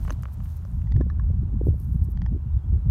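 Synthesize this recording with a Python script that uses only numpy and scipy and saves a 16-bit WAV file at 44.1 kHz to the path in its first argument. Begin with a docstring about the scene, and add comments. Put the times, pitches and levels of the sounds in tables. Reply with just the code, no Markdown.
"""An open ridge, with wind rumbling on the microphone throughout. Close by, clothing rustles and
heather twigs snap under a step. A ptarmigan gives a short run of dry clicks that ring in its throat,
slowing and turning hollow, as eddies begin to knock on the microphone. A second, shorter run follows.
Near the end a small bird chirps faintly, far down the valley."""
import sys
import numpy as np
from scipy import signal
from scipy.fft import rfft, irfft
from scipy.io import wavfile
from scipy.ndimage import uniform_filter1d

SR = 44100
rng = np.random.default_rng(int(sys.argv[2]) if len(sys.argv) > 2 else 0)


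def waveform_to_disk(signal):
    """Save audio, clipped to [-1, 1], as 16-bit WAV at the path in sys.argv[1]."""
    frames = np.transpose(np.atleast_2d(signal))
    scaled = np.clip(frames, -1, 1) * 32767
    samples = np.round(scaled).astype(np.int16)
    wavfile.write(sys.argv[1], SR, samples)


N = 127890
T = np.arange(N) / SR
BURST_T = T[:4096]  # time within one click or snap, s


def from_db(db):
    """Decibels to gain."""
    return 10 ** (np.asarray(db) / 20)


def rms_one(x):
    """Scale to unit rms."""
    return x / np.sqrt(np.mean(x ** 2) + 1e-20)


def level(rows):
    """Gain over time from rows of time_s, level_db."""
    return from_db(np.interp(T, *np.transpose(rows)))


def cut(x, hz, kind, order=2):
    """Butterworth filter."""
    return signal.sosfilt(signal.butter(order, hz, kind, fs=SR, output="sos"), x)


def coloured(x, colour):
    """Shape a spectrum by rows of freq_hz, gain_db, falling 20 dB an octave past the ends; unit rms."""
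    hz, db = np.transpose(colour)
    octave = np.log2(np.maximum(np.arange(N // 2 + 1) * SR / N, 1))
    beyond = np.abs(octave - np.clip(octave, np.log2(hz[0]), np.log2(hz[-1])))
    gain = from_db(np.interp(octave, np.log2(hz), db) - 20 * beyond)
    return rms_one(irfft(rfft(x) * gain, N))


def noise(colour):
    """Noise with the given spectrum."""
    return coloured(rng.standard_normal(N), colour)


def drift(rate_hz):
    """Random wander below the given rate, at unit rms."""
    return rms_one(cut(rng.standard_normal(N + SR), rate_hz, "low")[SR:])


def ring(x, hz, t60):
    """A resonance: each impulse starts a sine that dies by 60 dB in t60 seconds."""
    r, w = from_db(-60 / (t60 * SR)), 2 * np.pi * hz / SR
    return signal.lfilter([0, np.sin(w)], [1, -2 * r * np.cos(w), r * r], x + 1e-18)


def add(out, start_s, x):
    """Mix a sound in at a time."""
    i = int(start_s * SR)
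    out[i:i + len(x)] += x[:N - i]


def grains(per_s, low_hz, high_hz, count=16, ring_cycles=9, spread_db=3):
    """Tiny slips of uneven size, each ringing briefly at one of several pitches."""
    sizes = from_db(spread_db * np.minimum(rng.exponential(1, N), 4)) * rng.choice([-1, 1], N)
    slips = sizes * (rng.random(N) < per_s / SR)
    pitch_index = rng.integers(0, count, N)
    pitches = enumerate(np.geomspace(low_hz, high_hz, count))
    return rms_one(sum(hz * ring(slips * (pitch_index == k), hz, ring_cycles / hz) for k, hz in pitches))


def valley_hush():
    """The soft, nearly steady hush of distant air."""
    # spectrum of the hush: freq_hz, gain_db
    colour = [(290, -15.5), (500, -7), (611, -4), (748, -3.5), (876, -4), (982, -3), (1090, -6.5),
              (1430, -10), (2100, -21), (2720, -21), (4570, -29), (15500, -33)]
    # its loudness: time_s, level_db
    loudness = [(0, -58.5), (.7, -63), (1.1, -63.5), (1.4, -63), (2.0, -64), (2.5, -63), (2.9, -62)]
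    return level(loudness) * noise(colour)


def far_songbird():
    """A small bird far down the valley whistles short, wavering glides."""
    # chirps: start_s, length_s, start_hz, end_hz, level_db
    chirps = [(2.452, .06, 2680, 2850, -76), (2.515, .03, 3750, 3500, -76), (2.57, .035, 3550, 3270, -74.5),
              (2.63, .028, 3280, 3330, -73)]
    out = np.zeros(N)
    waver = 1 + .022 * drift(rate_hz=150)
    for start_s, length_s, start_hz, end_hz, level_db in chirps:
        progress = np.clip((T - start_s) / length_s, 0, 1)
        pitch_hz = (start_hz + (end_hz - start_hz) * progress) * waver
        swell = np.sqrt(np.abs(np.sin(np.pi * progress)))
        out += from_db(level_db) * swell * np.sin(2 * np.pi * np.cumsum(pitch_hz) / SR)
    return out


def wind(rumble_db=1.5, top_hz=204.6, even_s=.035, flutter_depth_db=5.5):
    """Rumble follows the wind pressure on the microphone; above it the air flutters quickly."""
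    # wind pressure: time_s, relative_db
    pressure = [(0.0, -32.5), (0.03, -25.5), (0.37, -34.5), (0.38, -29), (0.7, -33.5), (0.76, -24.5),
                (0.86, -27), (0.95, -18.5), (1.12, -26), (1.31, -20), (1.33, -24.5), (1.39, -21.5),
                (1.5, -29), (1.56, -21), (1.6, -26), (1.71, -19), (1.8, -31.5), (1.96, -20), (1.98, -29),
                (2.02, -17.5), (2.05, -27.5), (2.35, -22.5), (2.38, -31.5), (2.58, -23.5), (2.61, -37),
                (2.74, -16), (2.82, -30.5), (2.88, -17)]
    # spectrum of the rumble: freq_hz, gain_db
    rumble_colour = [(20, -30.5), (30, -25.5), (40, -2.5), (52, 2), (72, 3.5), (100, -4.5), (130, -11),
                     (170, -15), (250, -24)]
    # loudness of the flutter: time_s, level_db
    flutter_level = [(0, -49), (.15, -50), (.3, -60), (.55, -62), (.85, -57), (.97, -43), (1.06, -46),
                     (1.13, -55), (1.32, -47), (1.38, -53), (1.52, -48), (1.69, -43), (1.77, -55),
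                     (2.1, -52), (2.17, -55), (2.33, -45), (2.43, -56), (2.56, -51), (2.65, -54),
                     (2.74, -45), (2.82, -53), (2.9, -47)]
    # spectrum of the flutter: freq_hz, gain_db
    flutter_colour = [(150, -10), (210, 2), (270, -4.5), (360, -8.5), (480, -20), (700, -28.5)]
    rumble = cut(noise(rumble_colour), top_hz, "low", order=4)
    rumble /= np.sqrt(uniform_filter1d(rumble ** 2, int(even_s * SR)) + 1e-9)  # even out chance swells
    flutter = noise(flutter_colour) * rms_one(from_db(flutter_depth_db * drift(rate_hz=37)))
    return from_db(rumble_db) * level(pressure) * rumble + level(flutter_level) * flutter


def buffets(half_width_cycles=.42):
    """Each eddy is one short, smooth swing of pressure on the microphone."""
    # small eddies knocking: centre_s, level_db, pitch_hz
    knocks = [(.9603, -29.5, 250), (.9775, -28, 270), (1.0, -18, 172), (1.0085, -24, 470),
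              (1.012, -15, 290), (1.0665, -35, 383), (1.303, -36, 430), (1.433, -27.5, 256),
              (1.543, -26, 225), (1.611, -35, 604), (1.615, -19, 343), (1.638, -32.5, 277),
              (1.6635, -37, 404), (1.6695, -32, 571), (1.671, -16, 302), (1.685, -18.5, 335),
              (1.7427, -34, 417), (1.945, -42, 333), (2.088, -31, 278), (2.35, -28.5, 265),
              (2.365, -28.5, 273), (2.757, -38, 310)]
    # heavy gusts thudding: centre_s, level_db, pitch_hz
    thuds = [(.961, -8, 92.3), (1.69, -10, 97.7), (1.715, -12, 54.2), (2.017, -22, 78), (2.541, -14, 63),
             (2.572, -13.5, 94)]
    out = np.zeros(N)
    for centre_s, level_db, pitch_hz in knocks + thuds:
        cycles = (T - centre_s) * pitch_hz
        swell = np.exp(-.5 * (cycles / half_width_cycles) ** 2)
        out += from_db(level_db) * swell * np.sin(2 * np.pi * cycles)
    return out


def clothing(slip_share=.65):
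    """Cloth rubs close to the microphone in swishes full of tiny slips."""
    # swishes that swell and fade: peak_s, rise_s, fall_s, level_db
    swishes = [(.05, 0.044, 0.0037, -60), (0.123, 0.011, 0.014, -59), (0.2234, 0.00052, 0.0047, -50.5),
               (.343, 0.016, 0.0042, -57.5), (.445, 0.0097, 0.023, -61.5), (.515, 0.048, 0.043, -65.5),
               (0.569, 0.0074, 0.0049, -55.5), (0.159, .02, .2, -91), (.74, 0.34, 0.057, -73.5),
               (1.67, 0.02, 0.021, -63.5), (1.826, 0.055, 0.046, -63), (1.94, 0.073, 0.05, -67.5),
               (2.044, 0.0055, 0.01, -59), (2.112, 0.016, 0.0099, -66)]
    # spectrum of the cloth: freq_hz, gain_db
    colour = [(2000, -20), (4000, -4), (6300, -1.5), (7800, -3.5), (9500, 4.5), (10500, -2.5), (12800, 8.5),
              (15500, -1)]
    power = np.zeros(N)
    for peak_s, rise_s, fall_s, level_db in swishes:
        fade = np.maximum((peak_s - T) / rise_s, (T - peak_s) / fall_s)
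        power += from_db(level_db) ** 2 * np.exp(-2 * fade)
    slips = grains(per_s=3000, low_hz=3900, high_hz=15000)
    friction = slip_share * slips + (1 - slip_share) * rng.standard_normal(N)
    return np.sqrt(power) * coloured(friction, colour)


def heather():
    """Heather crackles as it is crushed underfoot."""
    # loudness of the crunch: time_s, level_db
    crunch = [(0, -66), (.06, -61), (.13, -60), (.15, -71), (.4, -71), (.47, -66), (.6, -70), (.85, -75),
              (1.2, -86), (2.9, -95)]
    # its spectrum: freq_hz, gain_db
    colour = [(1000, 5), (2500, -5.5), (4200, -3.5), (5200, -5.5), (6400, -3.5), (8000, -8.5), (15000, -7)]
    return level(crunch) * coloured(grains(per_s=3000, low_hz=1190, high_hz=13600), colour)


def fibre_ticks(release_s=.0012, ring_cycles=16):
    """A thin fibre lets go in about a millisecond and rings at one high pitch."""
    # ticks of dry stems and cloth: start_s, peak_db, pitch_hz
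    ticks = [(.0468, -50, 8080), (.0664, -62, 7030), (.0785, -56, 6700), (.0965, -55, 6150),
             (.1048, -43.5, 9800), (.1228, -40.5, 4050), (.2335, -47, 6550), (.4394, -50, 13500),
             (.5661, -53, 8580), (.651, -51.5, 5600), (.7149, -55.5, 9000), (1.692, -56, 3270),
             (1.8004, -43.5, 11600), (1.9295, -52, 12500), (2.05, -56, 9000), (2.1036, -51, 13500),
             (2.1114, -55, 13000), (2.1181, -43.5, 13500)]
    out = np.zeros(N)
    for start_s, peak_db, pitch_hz in ticks:
        release = rng.standard_normal(len(BURST_T)) * np.exp(-BURST_T / release_s)
        tick = cut(ring(release, pitch_hz, ring_cycles / pitch_hz), pitch_hz / 2, "high")
        add(out, start_s, from_db(peak_db) * tick / np.abs(tick).max())
    return out


def twigs(splinters_per_s=3500, splinter_size=.35, top_hz=7160, crack_db=-31):
    """A break and a dying spray of splinters ring the dry wood, under a thin bright crack."""
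    # twigs snapping underfoot: start_s, peak_db, brightness_hz, spray_decay_s, lowest_mode_db
    snaps = [(0.05, -36.5, 3000, .003, -4), (0.0783, -31, 3340, 0.00097, -7),
             (0.081, -32, 3300, 0.0021, -1.5), (0.0964, -30, 3670, 0.00024, -5),
             (0.1045, -25, 3430, 0.00051, 6), (0.1053, -24.5, 6100, 0.0022, -11.5),
             (0.125, -46, 6000, 0.0018, -1), (0.2335, -34, 3200, 0.00048, -16),
             (0.255, -31, 3300, 0.00058, -12), (0.285, -44, 3000, 0.00046, -11),
             (0.4032, -42, 3400, 0.0012, -8), (0.457, -45, 3800, 0.0037, -19),
             (0.6506, -39.5, 1270, 0.00085, -4)]
    # modes of the wood: pitch_hz, gain_db, t60_s
    modes = [(568, 4, 0.023), (1136, 6, 0.0061), (1500, 9, 0.0021), (2980, -8.5, 0.0077),
             (6260, -2.5, 0.01)]
    out, size = np.zeros(N), len(BURST_T)
    for start_s, peak_db, brightness_hz, spray_decay_s, lowest_mode_db in snaps:
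        splinters = (rng.random(size) < splinters_per_s / SR) * rng.standard_normal(size)
        force = signal.unit_impulse(size) + splinter_size * splinters * np.exp(-BURST_T / spray_decay_s)
        wood = sum((-1) ** k * from_db(gain_db + lowest_mode_db * (k == 0)) * ring(force, hz, t60)
                   for k, (hz, gain_db, t60) in enumerate(modes))
        wood = cut(wood, 340, "high")
        body = cut(cut(wood, brightness_hz, "low", order=4), top_hz, "low", order=6)
        snap = body + from_db(crack_db) * wood
        add(out, start_s, from_db(peak_db) * snap / np.abs(snap).max())
    return out


def ptarmigan():
    """Each click rings four throat resonances, with a rasp and a bright snap; the ground echoes it."""
    # throat clicks: start_s, gain_db, low1_hz, low2_hz, upper1_hz, upper2_hz, low_t60_s, upper_db
    clicks = [(0.818, -51.5, 1300, 1975, 2750, 6000, 0.0064, 1.5),
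              (0.8718, -53, 894, 1940, 3420, 4600, 0.022, -4),
              (0.921, -42.5, 788, 1930, 3600, 4600, 0.013, 0.5),
              (0.9637, -40, 712, 1830, 3240, 4600, 0.011, -5.5),
              (1.0109, -40.5, 1038, 1724, 3600, 5450, 0.029, -8),
              (1.1003, -39.5, 1170, 1745, 3970, 5500, 0.023, -10),
              (1.1961, -40.5, 1080, 1660, 3740, 5450, 0.025, -13.5),
              (2.1737, -44, 802, 1820, 3260, 4600, 0.011, -4),
              (2.2184, -38.5, 824, 1890, 3220, 4650, 0.01, -4),
              (2.2622, -39, 863, 1830, 3280, 5050, 0.015, -6.5)]
    # strength of the four resonances, lowest first: gain_db
    throat_db = [2.5, 0.5, -4.5, -7]
    upper_t60_s, top_hz = .0095, 6600
    rasp_db, rasp_decay_s, rasp_from_hz = -16, .0015, 380
    echo_delay_s, echo_db = .0046, -15
    out, pulse = np.zeros(N), signal.unit_impulse(len(BURST_T))
    snap = from_db(-9.5) * ring(pulse, hz=6050, t60=.004)
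    for start_s, gain_db, *pitches_hz, low_t60_s, upper_db in clicks:
        upper = from_db(upper_db)
        gains = from_db(throat_db) * [-1, 1, -upper, upper]
        decays = (low_t60_s, low_t60_s, upper_t60_s, upper_t60_s)
        throat = sum(gain * ring(pulse, hz, t60) for gain, hz, t60 in zip(gains, pitches_hz, decays))
        burst = rng.standard_normal(len(BURST_T)) * np.exp(-BURST_T / rasp_decay_s)
        rasp = from_db(rasp_db) * cut(burst, rasp_from_hz, "high")
        click = from_db(gain_db) * cut(throat + upper * (rasp - snap), top_hz, "low", order=10)
        add(out, start_s, click)
        add(out, start_s + echo_delay_s, from_db(echo_db) * click)
    return out


def scene():
    """All sources at one microphone on the ridge."""
    ridge = ptarmigan() + twigs() + fibre_ticks() + wind() + buffets() + clothing() + heather()
    return (ridge + valley_hush() + far_songbird())[None]


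def record(dry, cutoff_hz=16000):
    """The highest treble is cut steeply."""
    return signal.sosfilt(signal.ellip(12, .1, 80, cutoff_hz, fs=SR, output="sos"), dry)


dry = scene()
out = record(dry)
waveform_to_disk(out)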